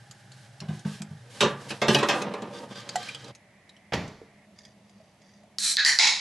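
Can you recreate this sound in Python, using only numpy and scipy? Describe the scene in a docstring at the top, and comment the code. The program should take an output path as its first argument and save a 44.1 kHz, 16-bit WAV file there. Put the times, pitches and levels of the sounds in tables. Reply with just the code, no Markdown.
"""A small quiet room, a stereo microphone close to an open, humming fridge. Fingers tap and slide over
drink cans, which bump dully against the cabinet; then cans roll, drop and clash on the rack. One is
dragged out over the rack's edge and its wall pops under the grip. The fridge door is pushed shut.
Last, close up at a counter, a fingertip works under the tab and the lid cracks in four steps,
each letting out a hiss of gas."""
import sys
import numpy as np
from scipy import signal
from scipy.fft import rfft, irfft, next_fast_len
from scipy.io import wavfile

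SR = 44100
rng = np.random.default_rng(int(sys.argv[2]) if len(sys.argv) > 2 else 0)


def transcribe(signal):
    """Save signal, clipped to [-1, 1], as a 16-bit WAV file at the path in sys.argv[1]."""
    frames = np.atleast_2d(signal).T
    limited = np.clip(frames, -1, 1)
    pcm = np.round(limited * 32767).astype(np.int16)
    wavfile.write(sys.argv[1], SR, pcm)


N = 273506


def amp(db):
    """Decibels to gain."""
    return 10 ** (np.asarray(db) / 20)


def add(mix, start_s, sound):
    """Mixes a sound in at start_s."""
    part = mix[:, max(round(start_s * SR), 0):][:, :sound.shape[-1]]
    part += sound[..., :part.shape[1]]


def curve(points, hz):
    """Gain at hz of a spectrum given as rows of freq_hz, gain_db."""
    f, db = np.transpose(points)
    return amp(np.interp(np.log(hz + 1), np.log(f + 1), db))


def peak(f, hz, width):
    """Gain of a resonance with steep skirts."""
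    return 1 / (1 + .5 * ((f - hz) / width) ** 2) ** 2


def rings(f, table):
    """Gain of resonances given as rows of pitch_hz, width_hz, gain_db."""
    return sum(amp(db) * peak(f, hz, width) for hz, width, db in table)


def lumps(step_hz, depth_db):
    """A random uneven spectrum: each contact or gap favours its own resonances."""
    grid = np.arange(0, SR / 2, step_hz)
    heights = np.clip(rng.standard_normal(1000)[:len(grid)], -2, 2)
    return lambda f: amp(depth_db * np.interp(f / (1 + f / 12000), grid, heights))


def flutter(size, per_s, depth_db):
    """A gain that wanders at random, per_s times a second."""
    knots = rng.standard_normal(size // 8)
    return amp(depth_db * np.interp(np.arange(size) * per_s / SR, np.arange(len(knots)), knots))


def swell(t, rise, t60):
    """Builds up to 1, then dies away."""
    shape = (1 - np.exp(-t / max(rise, 1e-5))) * amp(-60 * t / t60)
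    return shape / shape.max()


# stereo width at the microphone's two close capsules: freq_hz, side_to_mid_db
STEREO_WIDTH = [(100, -36), (300, -28), (700, -20), (1500, -15.5), (3000, -12.5), (5500, -9), (11000, -13)]

def noise(size, shape, grain=1, spread_db=0):
    """Stereo noise of spectrum shape(f), rms 1; grain scales the excitation, spread_db widens it."""
    length = next_fast_len(size)
    f = np.fft.rfftfreq(length, 1 / SR)
    mid, side = rfft(rng.standard_normal((2, size)) * grain, length) * shape(f)
    side = side * np.minimum(curve(STEREO_WIDTH, f) * amp(spread_db), 1)
    pair = irfft([mid + side, mid - side], length)[:, :size]
    return pair / np.sqrt(np.mean(pair ** 2) + 1e-20)


# air moving all round the microphone: freq_hz, gain_db
ROOM_AIR = [(18, -62.5), (30, -32.5), (106, -5.5), (171, -7), (204, 0.5), (238, -12), (533, -17),
            (575, -8.5), (620, -10.5), (1460, -25.5), (2140, -21), (2420, -23.5), (4550, -30.5),
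            (11600, -37.5), (12500, -60), (16200, -89), (22000, -120)]
# fridge and ventilation: start_s, end_s, pitch_hz, width_hz, level_db
ROOM_HUMS = [(0, 3.32, 126, 17, -54), (0, 3.32, 813, 37, -65.5), (0, 3.32, 1630, 280, -64),
             (3.32, 4.45, 2030, 360, -65), (4.45, 6.2, 203, 16, -62.5), (4.448, 4.7, 634, 61, -73)]

def room_tone(air_db=-59, spread_db=7):
    """Moving air, and hums that switch abruptly at two cuts."""
    t = np.arange(N) / SR
    out = amp(air_db) * noise(N, lambda f: curve(ROOM_AIR, f), spread_db=spread_db)
    for start, end, hz, width, db in ROOM_HUMS:
        gate = np.clip(np.minimum(t - start, end - t) / 0.015 + 1, 0, 1)
        out += amp(db) * gate * noise(N, lambda f: peak(f, hz, width), spread_db=spread_db)
    return out


# fingers and rims, close up: start_s, peak_db, pitch_hz
FINGER_TAPS = [(.111, -31.5, 7040), (.318, -38.5, 4400), (.603, -30, 5270), (.793, -38, 6100),
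               (.85, -37, 1590), (1.019, -26.5, 7600), (2.03, -18.5, 1050), (2.220, -24, 6440),
               (2.338, -33.5, 3930), (2.421, -34, 3880), (2.891, -23.5, 4630), (2.957, -20, 7400),
               (3.029, -31.5, 4230), (3.087, -25.5, 2430), (3.147, -25, 3190), (3.244, -36, 4170),
               (3.281, -41, 5000), (3.35, -37.5, 6350), (3.693, -40.5, 3900), (3.765, -45.5, 3010),
               (4.078, -38, 6100), (4.216, -35.5, 422), (5.000, -46.5, 624), (5.435, -47, 625)]
# a tap's click: freq_hz, gain_db
TAP_CLICK = [(200, -19), (1000, 1.5), (2500, 5), (5000, 5.5), (8000, 1), (12000, -10.5)]

def taps(t60=0.064, even_hz=3730, click_db_per_octave=8.5):
    """A short ring and a broad click; harder taps ring higher, and above even_hz the click leads."""
    t, out = np.arange(SR // 4) / SR, np.zeros((2, N))
    for start, db, hz in FINGER_TAPS:
        ring = noise(len(t), lambda f: peak(f, hz, 0.079 * hz)) * swell(t, 0.00055, t60)
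        favoured = lumps(step_hz=150, depth_db=5)
        click = noise(len(t), lambda f: curve(TAP_CLICK, f) * favoured(f))
        click *= swell(t, 0.00013, 0.8 * t60)
        tap = ring + amp(click_db_per_octave * np.log2(hz / even_hz)) * click
        add(out, start, amp(db) * tap / abs(tap).max())
    return out


def strokes(table, arch_power=0.64):
    """Gain of a set of strokes, each speeding up and slowing down in an arch."""
    t = np.arange(N) / SR
    return sum(amp(db) * abs(np.sin(np.pi * np.clip((t - start) / length, 0, 1))) ** arch_power
               for start, length, db in table)


def until_cut(cut_s=3.325, fade_s=0.014):
    """1 until the first cut, then 0."""
    return np.clip((cut_s - np.arange(N) / SR) / fade_s, 0, 1)


# skin and metal passing over the cans: start_s, length_s, level_db
SLIDE_STROKES = [(.33, 0.15, -66), (.68, 0.15, -58.5), (.85, 0.16, -49), (1.3, 0.26, -50), (1.55, .29, -53),
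                 (1.685, 0.04, -41), (1.87, 0.15, -37), (2.03, 0.22, -46), (2.5, .17, -60),
                 (2.68, 0.64, -52.5), (2.97, 0.18, -52)]
# their friction hiss: freq_hz, gain_db
SLIDE_HISS = [(530, -31), (900, -25), (1210, -6), (1340, -23.5), (1530, -3), (2550, -7.5), (2870, -5.5),
              (4830, -7.5), (5380, -7.5), (12000, -25.5), (15600, -60), (22000, -120)]
# the held can singing under the skin: pitch_hz, width_hz, gain_db
HELD_CAN_RINGS = [(1232, 120, -2), (1570, 64, 2), (1970, 110, -5), (2290, 119, -8.5), (3140, 150, 0.5),
                  (3910, 263, -4.5), (4680, 140, -6)]

def sliding(grip_db=-61.5, hiss_db=-1, ring_db=-2, skin_db=-5, lifted_s=2.7):
    """Skin and metal slip in tiny catches; fingers brush the cans until one is lifted and rings."""
    catches = flutter(N, per_s=780, depth_db=0.5) * flutter(N, per_s=39, depth_db=1.3)
    free = np.clip((np.arange(N) / SR - lifted_s) / 0.037, .3, 1)
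    hiss = amp(hiss_db) * noise(N, lambda f: curve(SLIDE_HISS, f), catches)
    skin = amp(skin_db) * (1 - free) * noise(N, lambda f: peak(f, 8000, 4000), catches)
    singing = amp(ring_db) * free * noise(N, lambda f: rings(f, HELD_CAN_RINGS), catches)
    return (amp(grip_db) + strokes(SLIDE_STROKES)) * until_cut() * (hiss + skin + singing)


def blow(bands, modes, uneven_db, db, bass_db, treble_db, rise, t60_factor, build_cycles=1.4):
    """A struck body: crowded modes band by band and a few clear ones; the bass builds up last."""
    t, out = np.arange(SR) / SR, np.zeros((2, SR))
    tone = [(200, bass_db), (600, 0), (1300, 0), (3500, treble_db)]
    centres = np.log([band[0] for band in bands])
    favoured = lumps(step_hz=60, depth_db=uneven_db)
    for own, (hz, band_db, t60) in zip(np.eye(len(bands)), bands):
        crowd = noise(SR, lambda f: np.interp(np.log(f + 1), centres, own) * f / (f + 40) * favoured(f))
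        envelope = swell(t, rise + build_cycles / hz, t60 * t60_factor)
        out += amp(band_db) * curve(tone, hz) * crowd * envelope
    for hz, mode_db, t60 in modes:
        detuned_hz = hz * (1 + .008 * rng.standard_normal())
        mode = np.sqrt(2) * np.sin(2 * np.pi * (detuned_hz * t + rng.random()))
        envelope = swell(t, rise + build_cycles / hz, t60 * t60_factor)
        out += amp(mode_db) * curve(tone, hz) * mode * envelope
    return amp(db) * out


# dense rattle of cans, rack and fridge walls: band_hz, gain_db, base_t60_s
FRIDGE_RATTLE = [(62, -31, 0.404), (106, -18, .35), (159, -6, 0.43), (352, -2, 0.4), (837, -3, 0.41),
                 (1643, -5, 0.44), (2670, -0.5, 0.27), (5280, -5.5, 0.2), (9500, -11, 0.085)]
# full cans against the fridge's inside wall: start_s, boom_db, pitch_hz, contact_db
WALL_BUMPS = [(.613, -33.5, 160, -47), (.685, -23.5, 163, -43.5), (.850, -22, 180, -45.5),
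              (1.001, -31, 187, -53), (1.105, -33.5, 151, -60.5)]

def bumps(rock_s=.0195, rock_share=0.62):
    """A soft push booms in the cabinet for two or three cycles and rocks back a few times."""
    t, out = np.arange(SR // 4) / SR, np.zeros((2, N))
    for start, db, hz, contact_db in WALL_BUMPS:
        boom = np.sin(2 * np.pi * hz * t) * np.exp(-((t - .011) / 0.0059) ** 2)
        for k in range(6):
            add(out, start + k * rock_s, np.sqrt(2) * amp(db) * rock_share ** k * boom)
        contact = blow(FRIDGE_RATTLE, [], uneven_db=6, db=contact_db, bass_db=0, treble_db=-10,
                       rise=0.00031, t60_factor=0.95)
        add(out, start, contact)
    return out


# shoves that set cans rolling: top_speed_s, level_db, run_up_s, coast_t60_s
ROLL_SHOVES = [(1.39, -51, .17, 1.2), (1.66, -44.5, 0.19, 1.26), (2.2, -35, 0.33, 2.04),
               (2.58, -41, 0.15, 1.48), (2.92, -45.5, 0.24, 1.37), (3.265, -44.5, 0.063, .6)]
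# rims running over the rack: freq_hz, gain_db
ROLL_RUMBLE = [(47, -47), (80, -18.5), (107, -16), (201, 1), (346, -2.5), (445, -7.5), (699, -5),
               (933, -9.5), (2100, -20.5), (2860, -16.5), (6000, -33.5), (7800, -64.5), (13200, -120)]
# the rack ringing under them: pitch_hz, width_hz, gain_db
RACK_RINGS = [(200, 23, 2.5), (479, 34, 2), (568, 19, 1), (817, 28.6, -7), (930, 22, -3), (1060, 45, -8),
              (1243, 20, -5.5)]

def rolling(rumble_db=-3, ring_db=-2, run_up_db=15.5):
    """Shoved cans gather speed and coast; rims rumble over the rack in jolts and keep it ringing."""
    t = np.arange(N) / SR
    shoves_db = [db - run_up_db * np.maximum(top - t, 0) / run_up - 60 * np.maximum(t - top, 0) / t60
                 for top, db, run_up, t60 in ROLL_SHOVES]
    speed = amp(np.max(shoves_db, axis=0))
    jolts = flutter(N, per_s=140, depth_db=3)
    rumble = noise(N, lambda f: curve(ROLL_RUMBLE, f), jolts)
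    ringing = noise(N, lambda f: rings(f, RACK_RINGS), jolts)
    return speed * until_cut() * (amp(rumble_db) * rumble + amp(ring_db) * ringing)


# cans landing on the rack: start_s, level_db, bass_db, treble_db, t60_factor
RACK_KNOCKS = [(1.406, -25.5, -7.5, 7, 0.92), (1.426, -27.5, 1.5, -4, 0.93), (1.704, -37.5, -4, 3.5, 0.55),
               (1.816, -25, -6.5, -3.5, 0.93), (1.882, -24.5, 3, 3.5, 0.81), (1.946, -22, -2.5, 3, 0.41),
               (1.985, -31, -4, -0.5, 1.1), (2.028, -23.5, -8, -7.5, 0.56), (2.086, -24, -17.5, 2, 0.96),
               (2.130, -30, -14, -16, 1.3), (2.215, -36, -14, -6.5, 0.83), (2.337, -36, -13, -12.5, 0.76),
               (2.420, -40.5, 2, -13, .6)]
# clear modes of the loaded rack: pitch_hz, gain_db, base_t60_s
RACK_MODES = [(137.1, -9, 0.59), (217.5, -2, 0.28), (368, -10, 0.068), (423.2, -4, 0.31), (578, -5.5, 0.33),
              (864, -14.5, 0.36), (981, -13.5, 0.4), (1070, -11.5, 0.24), (1190, -11.5, 0.46),
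              (1868, -15, 0.36), (2640, -13.5, 0.32), (4186, -16.5, 0.26)]

def knocks(uneven_db=5.5):
    """Cans strike the rack and shake the fridge; softer knocks press in more slowly."""
    out = np.zeros((2, N))
    for start, db, bass_db, treble_db, t60_factor in RACK_KNOCKS:
        rise = .0008 * 2 ** ((-24 - db) / 15)  # doubles for every 15 dB softer
        knock = blow(FRIDGE_RATTLE, RACK_MODES, uneven_db, db, bass_db, treble_db, rise, t60_factor)
        add(out, start, knock)
    return out


def ring_out(start_s, modes, rise_s):
    """One clear metallic ring, soon damped by the drink."""
    t, out = np.arange(SR // 2) / SR, np.zeros((2, N))
    for hz, db, t60 in modes:
        add(out, start_s, amp(db) * np.sin(2 * np.pi * hz * t) * swell(t, rise_s, t60))
    return out


# body of a fallen can: pitch_hz, level_db, t60_s
DROP_MODES = [(376.5, -21.5, .15), (579, -30.5, 0.28), (987, -29.5, 0.27), (1165, -29.5, 0.42)]

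def can_drop():
    """The first can lands on its side and rings hollow."""
    return ring_out(start_s=1.424, modes=DROP_MODES, rise_s=0.0056)


# struck rims: pitch_hz, level_db, t60_s
RIM_MODES = [(2920, -13, 0.025), (2530, -28.5, 0.44), (3250, -26.5, .03), (5900, -27, 0.032)]

def rim_clash():
    """Two rims clash as the cans settle."""
    return ring_out(start_s=1.9465, modes=RIM_MODES, rise_s=0.0018)


# the can dragged out over the rack's edge: start_s, length_s, level_db
EDGE_SCRAPES = [(2.529, 0.076, -47.5), (2.701, 0.045, -48.5), (2.745, 0.078, -44), (2.984, 0.053, -48),
                (3.237, 0.079, -57)]
# its thin wall, sounded by the edge: pitch_hz, width_hz, gain_db
THIN_WALL_RINGS = [(1187, 30, 0), (1556, 35, -2), (3275, 48, -5), (3570, 65, -4), (4750, 43, -2)]

def scrapes(rasp_db=-2):
    """Quick stick and slip rasps and sets the can singing."""
    t, out = np.arange(SR // 4) / SR, np.zeros((2, N))
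    for start, length, db in EDGE_SCRAPES:
        slips = flutter(len(t), per_s=730, depth_db=3)
        stroke = np.sqrt(np.maximum(np.sin(np.pi * np.minimum(t / length, 1)), 0))
        singing = noise(len(t), lambda f: rings(f, THIN_WALL_RINGS), slips)
        rasp = amp(rasp_db) * noise(len(t), lambda f: curve(SLIDE_HISS, f), slips)
        add(out, start, amp(db) * stroke * (singing + rasp))
    return out


# the flexing can, close up in the hand: pitch_hz, level_db, t60_s
POP_MODES = [(738, -20, 0.052), (812, -23.5, 0.037), (1936, -33, 0.05), (6000, -40, .05)]

def wall_pop():
    """The can's wall springs back under the grip."""
    return ring_out(start_s=2.956, modes=POP_MODES, rise_s=0.0042)


# door meeting frame: start_s, level_db, bass_db, treble_db, rise_s, t60_factor
DOOR_CONTACTS = [(3.9215, -30, -14, -8, 0.0008, 0.18), (3.933, -28, -6.5, 2.5, 0.0011, 0.27),
                 (3.941, -37.5, 3, 0, 0.0012, 1.63)]
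# the door's crowded modes: band_hz, gain_db, base_t60_s
DOOR_BANDS = [(60, -20, 0.42), (123, 3, 0.29), (247, -2.5, 0.38), (550, 0, 0.35), (800, -2.5, 0.34),
              (1170, -7.5, 0.46), (1890, 1.5, 0.28), (4320, -7, 0.41), (8700, -19.5, 0.4)]

def fridge_door(uneven_db=2):
    """Pushed shut, the door strikes its frame in three quick blows."""
    out = np.zeros((2, N))
    for start, *contact in DOOR_CONTACTS:
        add(out, start, blow(DOOR_BANDS, [], uneven_db, *contact))
    return out


# a fingertip under the tab, close up at the counter: start_s, length_s, level_db
FINGERTIP_RUBS = [(4.55, 0.19, -61.5), (4.75, 0.49, -71.5), (5.19, 0.26, -64.5)]
# the nail catching the tab: start_s, peak_db
NAIL_TICKS = [(4.588, -36.5), (4.651, -37.5), (4.895, -49.5), (5.218, -48)]
# the tab's ring: pitch_hz, width_hz, gain_db
TAB_RINGS = [(2210, 95, 0), (3400, 130, -4), (4960, 80, 2), (6680, 120, -8), (5000, 3600, -12)]

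def tab_rub(tick_t60=0.051):
    """A fingertip works under the tab and faintly sounds the lid; now and then the nail catches."""
    # pitch_hz, width_hz, gain_db
    lid = [(1890, 164, 4), (3550, 274, -6.5), (4730, 200, 1), (5960, 820, -5.5)]
    catches = flutter(N, per_s=340, depth_db=4)
    out = strokes(FINGERTIP_RUBS) * noise(N, lambda f: rings(f, lid), catches)
    t = np.arange(SR // 4) / SR
    for start, db in NAIL_TICKS:
        tick = noise(len(t), lambda f: rings(f, TAB_RINGS)) * swell(t, 0.00035, tick_t60)
        add(out, start, amp(db) * tick / abs(tick).max())
    return out


# the lid's ping: pitch_ratio, gain_db, t60_s
LID_MODES = [(.41, -16.5, 0.029), (.64, -12.5, 0.0088), (.86, 1, 0.013), (1.0, 6, 0.011),
             (1.09, 2.5, 0.013), (1.24, -2.5, 0.0097), (1.5, -2.5, .006), (1.751, -13, 0.0086),
             (2.1, -27, 0.0042)]
# the gas jet, also the colour of the lid's snap: freq_hz, gain_db
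JET_SPECTRUM = [(60, -42), (180, -23), (400, -33), (1000, -10.5), (2000, 0.5), (3000, -1.5), (3900, 0.5),
                (5000, 7), (6300, 4), (7100, 5), (8300, -3), (9400, -3), (10500, -8.5), (12000, -15.5)]

def lid_crack(t, pitch_hz, snap_db, snap_t60=0.011):
    """The tearing lid pings over a snap of noise; peak 1."""
    ping = sum(amp(db - 60 * t / t60) * np.sin(2 * np.pi * (ratio * pitch_hz * t + rng.random()))
               for ratio, db, t60 in LID_MODES)
    snap = noise(len(t), lambda f: curve(JET_SPECTRUM, f)) * amp(snap_db - 60 * t / snap_t60)
    low_cut = signal.butter(3, 900, "high", fs=SR)  # the crack carries no bass
    crack = signal.lfilter(*low_cut, ping + snap)
    crack = np.tanh(1.5 * crack / abs(crack).max())  # the biggest swings round off
    return crack / abs(crack).max()


def gas_hiss(size, jet_db, tilt_db, head_hz, head_db, slot_hz, slot_db, gurgle_db):
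    """A sputtering jet, tilted above 4 kHz, sounds the head space and the slot over a low gurgle."""
    sputter = flutter(size, per_s=530, depth_db=1)
    edge = lumps(step_hz=90, depth_db=3.8)
    tilt = lambda f: amp(tilt_db * np.log2(np.maximum(f, 4000) / 4000))
    hiss = amp(jet_db) * noise(size, lambda f: curve(JET_SPECTRUM, f) * edge(f) * tilt(f), sputter)
    head, slot = [(head_hz, 200, 0)], [(slot_hz, 400, 0)]  # pitch_hz, width_hz, gain_db
    gurgle = [(316, 190, -17), (875, 143, 5)]
    for db, cavity in (head_db, head), (slot_db, slot), (gurgle_db, gurgle):
        hiss += amp(db) * noise(size, lambda f: rings(f, cavity), sputter)
    return hiss


# the lid giving way, close up: start_s, peak_db, pitch_hz, gas_rise_s, gas_hold_s, gas_t60_s
LID_TEARS = [(5.5850, -15, 4600, 0.065, 0.13, 0.23), (5.7692, -9, 4160, 0.023, 0.028, 0.47),
             (5.8490, -8, 4620, 0.013, 0.047, 0.39), (5.988, -5, 4600, 0.0081, 0.09, 0.46)]
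# gas after each tear: jet_db, tilt_db_per_octave, head_hz, head_db, slot_hz, slot_db, gurgle_db
GAS_BURSTS = [(-24.5, 9, 1800, -45.5, 4100, -27.5, -70), (-28.5, -14.5, 1750, -24.5, 4060, -23, -68),
              (-22.5, -3.5, 1870, -22, 4400, -25, -47), (-19.5, -11, 2200, -26.5, 4060, -26.5, -36.5)]

def can_opening(snap_over_jet_db=17):
    """Each tear cracks the lid and lets out a hiss, turned down just before the next crack."""
    t, out = np.arange(SR // 2) / SR, np.zeros((2, N))
    ends = [tear[0] for tear in LID_TEARS[1:]] + [N]
    for (start, db, hz, rise, hold, t60), (jet_db, *gas), end in zip(LID_TEARS, GAS_BURSTS, ends):
        add(out, start, amp(db) * lid_crack(t, hz, jet_db + snap_over_jet_db))
        flow = amp(-11 * np.maximum(1 - t / rise, 0) - 60 * np.maximum(t - hold, 0) / t60)
        turn_down = np.clip((end - start - t) / .002 - 1, .05, 1)
        add(out, start, gas_hiss(len(t), jet_db, *gas) * flow * turn_down)
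    return out


def room(close, wet_db=-19, t60=0.27):
    """The furnished room puts a short, soft tail behind the direct sound."""
    t = np.arange(SR // 2) / SR
    tail = noise(len(t), lambda f: 1 / (1 + f / 5000)) * swell(t, 0.0079, t60) * (t > .003)
    tail /= np.linalg.norm(tail[0])
    return close + amp(wet_db) * signal.fftconvolve(close, tail, axes=1)[:, :N]


def scene():
    """All that reaches the microphone; the close, dry hand sounds get the room's tail."""
    fridge = knocks() + fridge_door() + can_drop() + rim_clash()
    fridge += rolling() + sliding() + scrapes() + bumps()
    close = taps() + wall_pop() + tab_rub() + can_opening()
    return fridge + room(close) + room_tone()


# balance of the microphone's capsules: freq_hz, left_minus_right_db
MIC_BALANCE = [(100, 0), (250, -.5), (550, -1.8), (1100, -1.2), (2200, -1.6), (4500, -1.2), (9000, -.3)]

def record(dry, cutoff_hz=11800):
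    """The stereo microphone: a little louder on the right in the middle range, top treble cut off."""
    lean = np.sqrt(curve(MIC_BALANCE, np.fft.rfftfreq(2 * N, 1 / SR)))
    capsules = irfft(rfft(dry, 2 * N) * np.array([lean, 1 / lean]))[:, :N]
    low_pass = signal.firwin(241, cutoff_hz, window=("kaiser", 8), fs=SR)
    return signal.oaconvolve(capsules, low_pass[None], "same")


dry = scene()
out = record(dry)
transcribe(out)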